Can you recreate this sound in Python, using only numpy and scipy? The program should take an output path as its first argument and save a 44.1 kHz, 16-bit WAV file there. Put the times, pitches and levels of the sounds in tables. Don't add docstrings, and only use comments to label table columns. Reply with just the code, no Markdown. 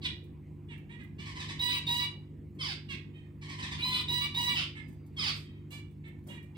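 import sys
import numpy as np
from scipy import signal
from scipy.fft import rfft, irfft
from scipy.io import wavfile
from scipy.ndimage import uniform_filter1d

SR = 44100
rng = np.random.default_rng(int(sys.argv[2]) if len(sys.argv) > 2 else 0)


def bounce(signal):
    frames = np.transpose(np.atleast_2d(signal))
    limited = np.clip(frames, -1, 1)
    pcm = np.round(limited * 32767).astype(np.int16)
    wavfile.write(sys.argv[1], SR, pcm)


def amplitude_ratio(level_db):
    exponent = np.asarray(level_db, float) / 20
    return 10 ** exponent


N = 289734

# pitch_jitter_share, breath_db
ROUGHNESS = dict(long=(.0045, -11.5), chirp=(.006, -9), far=(.008, -8), answer=(.006, -10),
             falling=(.005, -10), song=(.024, -1))


def evened(x):
    return x / np.sqrt(np.mean(x ** 2) + 1e-20)


def read(points, hz):
    f, value = np.transpose(points)
    return np.interp(np.log(hz + 1), np.log(f + 1), value)


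def add(mix, start_s, sound):
    part = mix[:, round(start_s * SR):][:, :sound.shape[1]]
    part += sound[:, :part.shape[1]]


def drift(size, span_s):
    width = max(int(span_s * SR), 1)
    once = uniform_filter1d(rng.standard_normal(size), width)
    return evened(uniform_filter1d(once, width))


def sided(x, pan_db):
    return np.array([x * amplitude_ratio(pan_db / 2), x * amplitude_ratio(-pan_db / 2)])


def placed(mix, direct_db, wet_db):
    # pitch_hz, t60_s
    decay = [(500, 0.15), (1500, 0.42), (4000, 0.345), (8000, 0.28), (14000, 0.09)]
    left_lag = 10
    taps = np.zeros((2, SR // 2))
    jitter = rng.integers(0, 20, (2, (SR // 2 - 101) // 20))
    at = np.arange(100, SR // 2 - 20, 20) + jitter
    np.put_along_axis(taps, at, rng.choice([-1., 1.], at.shape), 1)
    hz, t, z = signal.stft(taps, SR, nperseg=256)
    t60 = read(decay, hz)[:, None]
    tail = signal.istft(z * amplitude_ratio(-60 * t / t60) / np.sqrt(t60), SR, nperseg=256)[1]
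    tail *= amplitude_ratio(wet_db) / np.linalg.norm(tail[0])
    tail[0, left_lag] += amplitude_ratio(direct_db)
    tail[1, 0] += amplitude_ratio(direct_db)
    return signal.fftconvolve(mix, tail, axes=1)[:, :N]


def shaped(calls, manner, offset_s=0, lift_db=0):
    # attack_s, attack_depth_db, fade_db_per_s, scoop_share, scoop_s,
    # left_right_db, first_beak_hz, last_beak_hz
    manners = dict( long=(.004, -1, -26, .08, .012, -3, 3900, 3900),
               chirp=(.022, -12, -150, .06, .018, -7, 2800, 2250),
               wide_chirp=(.045, -20, -60, .001, .01, -4, 4600, 3300),
               answer=(.025, -5, -130, .02, .02, -1, 2400, 2900),
               wide_answer=(.04, -10, -120, .01, .02, 2, 3500, 3500),
               falling=(.022, -5, -50, .001, .01, -4, 5100, 4500),
               lead=(.024, -10, -170, .001, .01, -2, 2800, 3100),
               song=(.02, -9, -150, .05, .015, -2, 2400, 3000),
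               drop=(.014, -7, -210, .001, .01, -2, 4000, 2800),
               far=(.03, -6, -230, .05, .015, -8, 2300, 1950),
               wide_far=(.028, -12, -120, .05, .015, -7, 3400, 1950),
               faint=(.03, -8, -90, .001, .01, -2, 3200, 3100))
    attack_s, attack_db, fade_db, scoop, scoop_s, pan_db, beak_hz, last_beak_hz = manners[manner]
    out = []
    for start, length, db, hz, last_hz in calls:
        u = np.linspace(0, 1, num=40)
        t = u * length
        pitch = hz * (last_hz / hz) ** u * (1 - scoop * np.exp(-t / scoop_s))
        rise_db = attack_db * np.maximum(1 - t / attack_s, 0)
        effort_db = db + lift_db + rise_db + fade_db * np.maximum(t - attack_s, 0)
        beak = beak_hz + (last_beak_hz - beak_hz) * u
        out.append(np.transpose([offset_s + start + t, pitch, effort_db, pan_db + 0 * t, beak]))
    return out


def call(rows, throat, jitter, breath_db, late_db, beak_db=8):
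    beak_width, flutter_db, droop = .16, 2.5, .05
    rise_s, fall_s, top_hz = .008, 0.0059, 16500
    s, *columns = np.transpose(rows)
    t = np.arange(s[0], s[-1], 1 / SR)
    hz, effort_db, pan_db, beak_hz = (np.interp(t, s, c) for c in columns)
    hz = hz * (1 - droop * np.exp((t - s[-1]) / .012))
    turn = 2 * np.pi * np.cumsum(hz * (1 + jitter * drift(len(t), 0.0031))) / SR
    k = np.arange(1, 1 + int(top_hz / hz.min()))[:, None]
    flutter = drift((len(k), len(t)), 0.01)
    beak = np.exp(-(np.log(k * hz / beak_hz) / beak_width) ** 2)
    opening_db = late_db * np.exp(-((t - s[0]) / .025) ** 2)
    shape_db = read(throat, k * hz) + beak_db * beak
    shape_db = shape_db - opening_db * (1 - beak) + flutter_db * flutter
    tone = evened((amplitude_ratio(shape_db) * (k * hz < top_hz) * np.cos(k * turn)).sum(0))
    puffs = rfft((1 + np.cos(turn)) * rng.standard_normal(len(t)))
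    throat_gain = amplitude_ratio(read(throat, np.fft.rfftfreq(len(t), 1 / SR)))
    breath = evened(irfft(puffs * throat_gain, len(t)))
    edge = np.clip(np.minimum((t - s[0]) / rise_s, (s[-1] - t) / fall_s), 0, 1)
    return sided((tone + amplitude_ratio(breath_db) * breath) * amplitude_ratio(effort_db) * edge, pan_db.mean())


def flock(calls, throat, jitter, breath_db, direct_db, wet_db, late_db=3):
    mix = np.zeros((2, N))
    for rows in calls:
        add(mix, rows[0][0], call(rows, throat, jitter, breath_db, late_db))
    return placed(mix, direct_db, wet_db)


def hum():
    # pitch_hz, level_db
    lines = [(76, -56), (100, -50.5), (150, -48.5), (200, -60.5), (250, -63), (297, -60), (350, -60.5)]
    t, out = np.arange(N) / SR, np.zeros((2, N))
    port_phase, port_db = np.array([[0], [.2]]), np.array([[-.4], [.4]])
    for hz, db in lines:
        turn = 2 * np.pi * hz * t + 0.29 * drift(N, 0.046) + rng.uniform(0, 2 * np.pi)
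        swell = np.sqrt(2) * amplitude_ratio(db + 1.8 * drift(N, 0.027))
        out += swell * np.sin(turn + port_phase) * amplitude_ratio(port_db)
    return out


def air():
    # pitch_hz, likeness_share
    likeness = [(30, 0.67), (100, 0.91), (300, 0.77), (700, 0.17), (3000, 0.9)]
    # pitch_hz, density_db_per_hz
    room_noise = [(25, -56), (38, -47), (52, -9), (80, -4.5), (120, -18.5), (160, -7), (250, -9.5),
                  (357, -16.5), (430, -20.5),
                  (600, -33), (1000, -34), (1450, -45), (2150, -38), (2800, -45.5), (4000, -54), (6000, -60),
            (8500, -55.5), (10500, -64), (13500, -58), (15300, -57), (16500, -72)]
    # pitch_hz, left_right_db
    balance = [(400, -.5), (1000, -4), (16000, -4)]
    level_db = -51
    frames, hz = N // 512 + 5, np.fft.rfftfreq(2048, 1 / SR)
    a, b, c, d, patches = rng.standard_normal((frames, 1025, 5)).T
    patches = evened(uniform_filter1d(uniform_filter1d(patches, 16, 0), 5, 1))
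    same = np.clip(read(likeness, hz), -1, 1)[:, None]
    left = a + 1j * b
    z = np.array([left, same * left + np.sqrt(1 - same ** 2) * (c + 1j * d)])
    z *= amplitude_ratio(read(room_noise, hz)[:, None] + 2.7 * patches)
    z *= amplitude_ratio(np.array([.5, -.5])[:, None, None] * read(balance, hz)[:, None])
    return amplitude_ratio(level_db) * evened(signal.istft(z, nperseg=2048, noverlap=1536)[1][:, :N])


def soft_chirps():
    # start_s, length_s, effort_db, first_pitch_hz, last_pitch_hz
    plain = [
        (1.18, .1, -47, 588, 600),
        (2.884, .075, -37.5, 605, 490),
        (5.703, .09, -45, 588, 580),
        (6.545, .025, -52, 593, 575),
    ]
    # start_s, length_s, effort_db, first_pitch_hz, last_pitch_hz
    wide = [
        (.013, .062, -32.5, 585, 470),
    ]
    # pitch_hz, level_db
    throat = [(500, -36.5), (1100, -18), (1450, -25), (1900, -9.5), (2400, -8.5), (3500, -10), (5000, -20),
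              (6500, -31.5), (8500, -31.5), (12500, -49), (15500, -41)]
    # direct_db, room_db
    perch = (-3, -3.5)
    calls = shaped(plain, "chirp") + shaped(wide, "wide_chirp")
    return flock(calls, throat, *ROUGHNESS["chirp"], *perch)


def ticks():
    # start_s, peak_db, brightness_hz, left_right_db
    taps = [(0.2402, -61, 5500, -5.0), (0.7783, -60, 5500, -8), (1.0354, -58, 5500, -2),
            (2.5494, -66, 5500, -2), (3.1902, -73, 5500, -4), (4.8839, -59, 5500, -4.0),
            (4.9269, -59, 5500, -2), (5.0635, -58, 5500, 2), (5.7069, -50, 5500, 0), (5.911, -66, 5460, -6),
            (6.0794, -59, 5500, -2.5), (6.1886, -70, 5500, -5.0), (6.2392, -66, 5500, -7),
            (6.271, -51, 5500, -9.0), (6.4284, -59, 5500, -3)]
    t, mix = np.arange(900) / SR, np.zeros((2, N))
    for s, db, hz, pan_db in taps:
        snap = np.sin(2 * np.pi * hz * t) * np.exp(-hz * t)
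        rattle = 0.46 * np.diff(rng.standard_normal(901)) * np.exp(-t / 0.012)
        add(mix, s, sided(amplitude_ratio(db) * (snap + rattle), pan_db))
    return mix


def far_chirps():
    # start_s, length_s, effort_db, first_pitch_hz, last_pitch_hz
    plain = [
        (.89, .075, -45, 470, 490),
        (.985, .045, -47.5, 438, 408),
        (4.748, .065, -41.5, 452, 428),
        (6.035, .06, -48, 462, 442),
    ]
    # start_s, length_s, effort_db, first_pitch_hz, last_pitch_hz
    wide = [
        (.682, .065, -44.5, 513, 435),
        (3.13, .14, -54, 628, 620),
        (6.28, .11, -43, 480, 480),
    ]
    # start_s, length_s, effort_db, first_pitch_hz, last_pitch_hz
    faint = [
        (5.43, .2, -58, 646, 625),
    ]
    # pitch_hz, level_db
    throat = [(500, -33), (1000, -8), (1450, -18), (1800, 0), (2400, -3), (3800, -9.5), (4800, -29),
              (6500, -33), (8500, -24), (11000, -53)]
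    calls = shaped(plain, "far") + shaped(wide, "wide_far") + shaped(faint, "faint")
    return flock(calls, throat, *ROUGHNESS["far"], direct_db=-5.5, wet_db=-5.5)


def song():
    # start_s (of the first full note), strength_db
    phrases = [
        (1.25, -1.5),
        (3.478, -.5),
    ]
    # start_s (in the phrase), length_s, effort_db, first_pitch_hz, last_pitch_hz
    opening = [
        (-.068, .065, -48, 1200, 1000),
        (0, .085, -43, 1190, 1000),
        (.097, .045, -43, 1030, 1030),
    ]
    # start_s (in the phrase), length_s, effort_db, first_pitch_hz, last_pitch_hz
    closing = [
        (.14, .085, -38, 1354, 930),
        (.23, .055, -39, 1390, 950),
    ]
    # pitch_hz, level_db
    throat = [(700, -26), (1000, -6), (1400, -29), (1800, -5.5), (2400, -10.5), (3800, -14), (5000, -15.5),
              (6300, -24.5), (8500, -27), (11000, -47), (15500, -44.5)]
    # direct_db, room_db
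    perch = (-3, -2)
    calls = []
    for s, db in phrases:
        calls += shaped(opening, "song", s, db)
        calls += shaped(closing, "drop", s, db)
    return flock(calls, throat, *ROUGHNESS["song"], *perch)


def long_calls():
    # start_s, length_s, effort_db, first_pitch_hz, last_pitch_hz
    rows = [
        (1.589, .205, -31, 977, 986),
        (1.863, .19, -30.5, 953, 991),
        (3.818, .205, -32.5, 1009, 1015),
        (4.077, .19, -31.5, 973, 983),
        (4.34, .215, -30.5, 962, 984),
    ]
    # pitch_hz, level_db
    throat = [(700, -28), (1000, -11), (1400, -32.5), (1950, -14), (3000, -11.5), (4000, -13), (5000, -20),
              (6300, -31), (9000, -29), (13300, -43), (15500, -21)]
    calls = shaped(rows, "long")
    return flock(calls, throat, *ROUGHNESS["long"], direct_db=-2, wet_db=-5.5, late_db=20)


def answers():
    # start_s, length_s, effort_db, first_pitch_hz, last_pitch_hz
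    plain = [
        (1.72, .07, -39.5, 600, 550),
        (1.99, .09, -38, 572, 586),
        (3.775, .085, -41, 468, 517),
        (4.2, .08, -36.5, 568, 598),
        (4.47, .06, -35.5, 584, 578),
    ]
    # start_s, length_s, effort_db, first_pitch_hz, last_pitch_hz
    wide = [
        (1.66, .13, -39, 495, 546),
        (3.9, .11, -36, 508, 480),
        (3.93, .09, -39, 628, 608),
    ]
    # pitch_hz, level_db
    throat = [(600, -33), (1170, -10), (1700, -20), (2350, -2.5), (3500, -7.5), (4600, -12), (6300, -33),
              (9000, -27.5), (15500, -42.5)]
    # direct_db, room_db
    perch = (-1, -1)
    calls = shaped(plain, "answer") + shaped(wide, "wide_answer")
    return flock(calls, throat, *ROUGHNESS["answer"], *perch)


def falling_calls():
    # start_s, length_s, effort_db, first_pitch_hz, last_pitch_hz
    falls = [
        (2.607, .13, -35.5, 1320, 659),
        (5.185, .135, -32, 1335, 619),
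        (5.26, .042, -34, 1320, 1100),
    ]
    # start_s, length_s, effort_db, first_pitch_hz, last_pitch_hz
    leads = [
        (2.586, .035, -37, 1125, 1035),
        (4.546, .1, -28.5, 1150, 447),
        (5.162, .032, -37.5, 1150, 1075),
    ]
    # pitch_hz, level_db
    throat = [(600, -22.5), (1100, -9), (1500, -10.5), (2300, -4), (2900, -3.5), (3600, -2.5), (4250, -10),
              (5000, -6), (5700, -17), (6400, -22.5), (9000, -26.5), (11300, -29), (12500, -55.5),
              (14000, -51.5), (15300, -29)]
    # direct_db, room_db
    perch = (-3.5, -3)
    calls = shaped(falls, "falling") + shaped(leads, "lead")
    return flock(calls, throat, *ROUGHNESS["falling"], *perch)


def whistle():
    # time_s, pitch_hz, level_db
    path = [
        (4.77, 5250, -75),
        (4.875, 4810, -77),
        (4.99, 4800, -81),
        (5.16, 4500, -92),
    ]
    s, hz, db = np.transpose(path)
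    t, mix = np.arange(s[0], s[-1], 1 / SR), np.zeros((2, N))
    turn = 2 * np.pi * np.cumsum(np.interp(t, s, hz)) / SR
    tone = np.sqrt(2) * np.sin(turn) * signal.windows.tukey(len(t), .15)
    add(mix, s[0], sided(tone * amplitude_ratio(np.interp(t, s, db)), 0))
    return mix


def rustles():
    # start_s, length_s, level_db, thud_share_db
    shakes = [
        (4.87, .09, -69, -12),
        (5.33, .14, -59, -13),
        (5.7, .11, -54, -15),
        (6.26, .13, -59, 6),
        (6.425, .055, -72, 4),
    ]
    # pitch_hz, level_db
    feathers = [(1000, 0), (3000, -10.5), (6000, -4), (8500, 1.5), (11000, -11), (13000, -2),
                (15300, -17.5), (16500, -41)]
    mix = np.zeros((2, N))
    for start, length, db, thud_db in shakes:
        t = np.arange(0, length, 1 / SR)
        hz = np.fft.rfftfreq(len(t), 1 / SR)
        grains = rng.standard_normal((2, len(t))) * amplitude_ratio(1.3 * drift(len(t), 0.0018))
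        bright = evened(irfft(rfft(grains) * amplitude_ratio(read(feathers, hz)), len(t)))
        thud = evened(irfft(rfft(grains) / (1 + (hz / 800) ** 4) * (hz > 150), len(t)))
        shake_db = np.interp(t / length, [0, .25, 1], [-12, 0, -15])
        edge = signal.windows.tukey(len(t), .15)
        add(mix, start, amplitude_ratio(db + shake_db) * edge * (bright + amplitude_ratio(thud_db) * thud))
    return mix


def scene():
    birds = soft_chirps() + far_chirps() + song()
    birds += long_calls() + answers() + falling_calls()
    cage = placed(ticks() + whistle() + rustles(), direct_db=-1.5, wet_db=-5)
    return hum() + air() + birds + cage


def band_limit(x):
    return signal.sosfilt(signal.butter(12, 16780, fs=SR, output="sos"), x)


def record(dry):
    highpass = signal.butter(4, 900, "high", fs=SR, output="sos")
    treble = signal.sosfilt(highpass, dry.mean(0))
    loud_db = 10 * np.log10(abs(uniform_filter1d(treble ** 2, 5000)) + 1e-12)
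    lift_db = 3.8 * np.clip((loud_db + 59.5) / 25, 0, 1)
    lowpass = signal.ellip(8, .5, 60, 16000, fs=SR, output="sos")
    band = signal.sosfilt(lowpass, dry)
    return band_limit(band * amplitude_ratio(lift_db - 1.5))


dry = scene()
out = record(dry)
bounce(out)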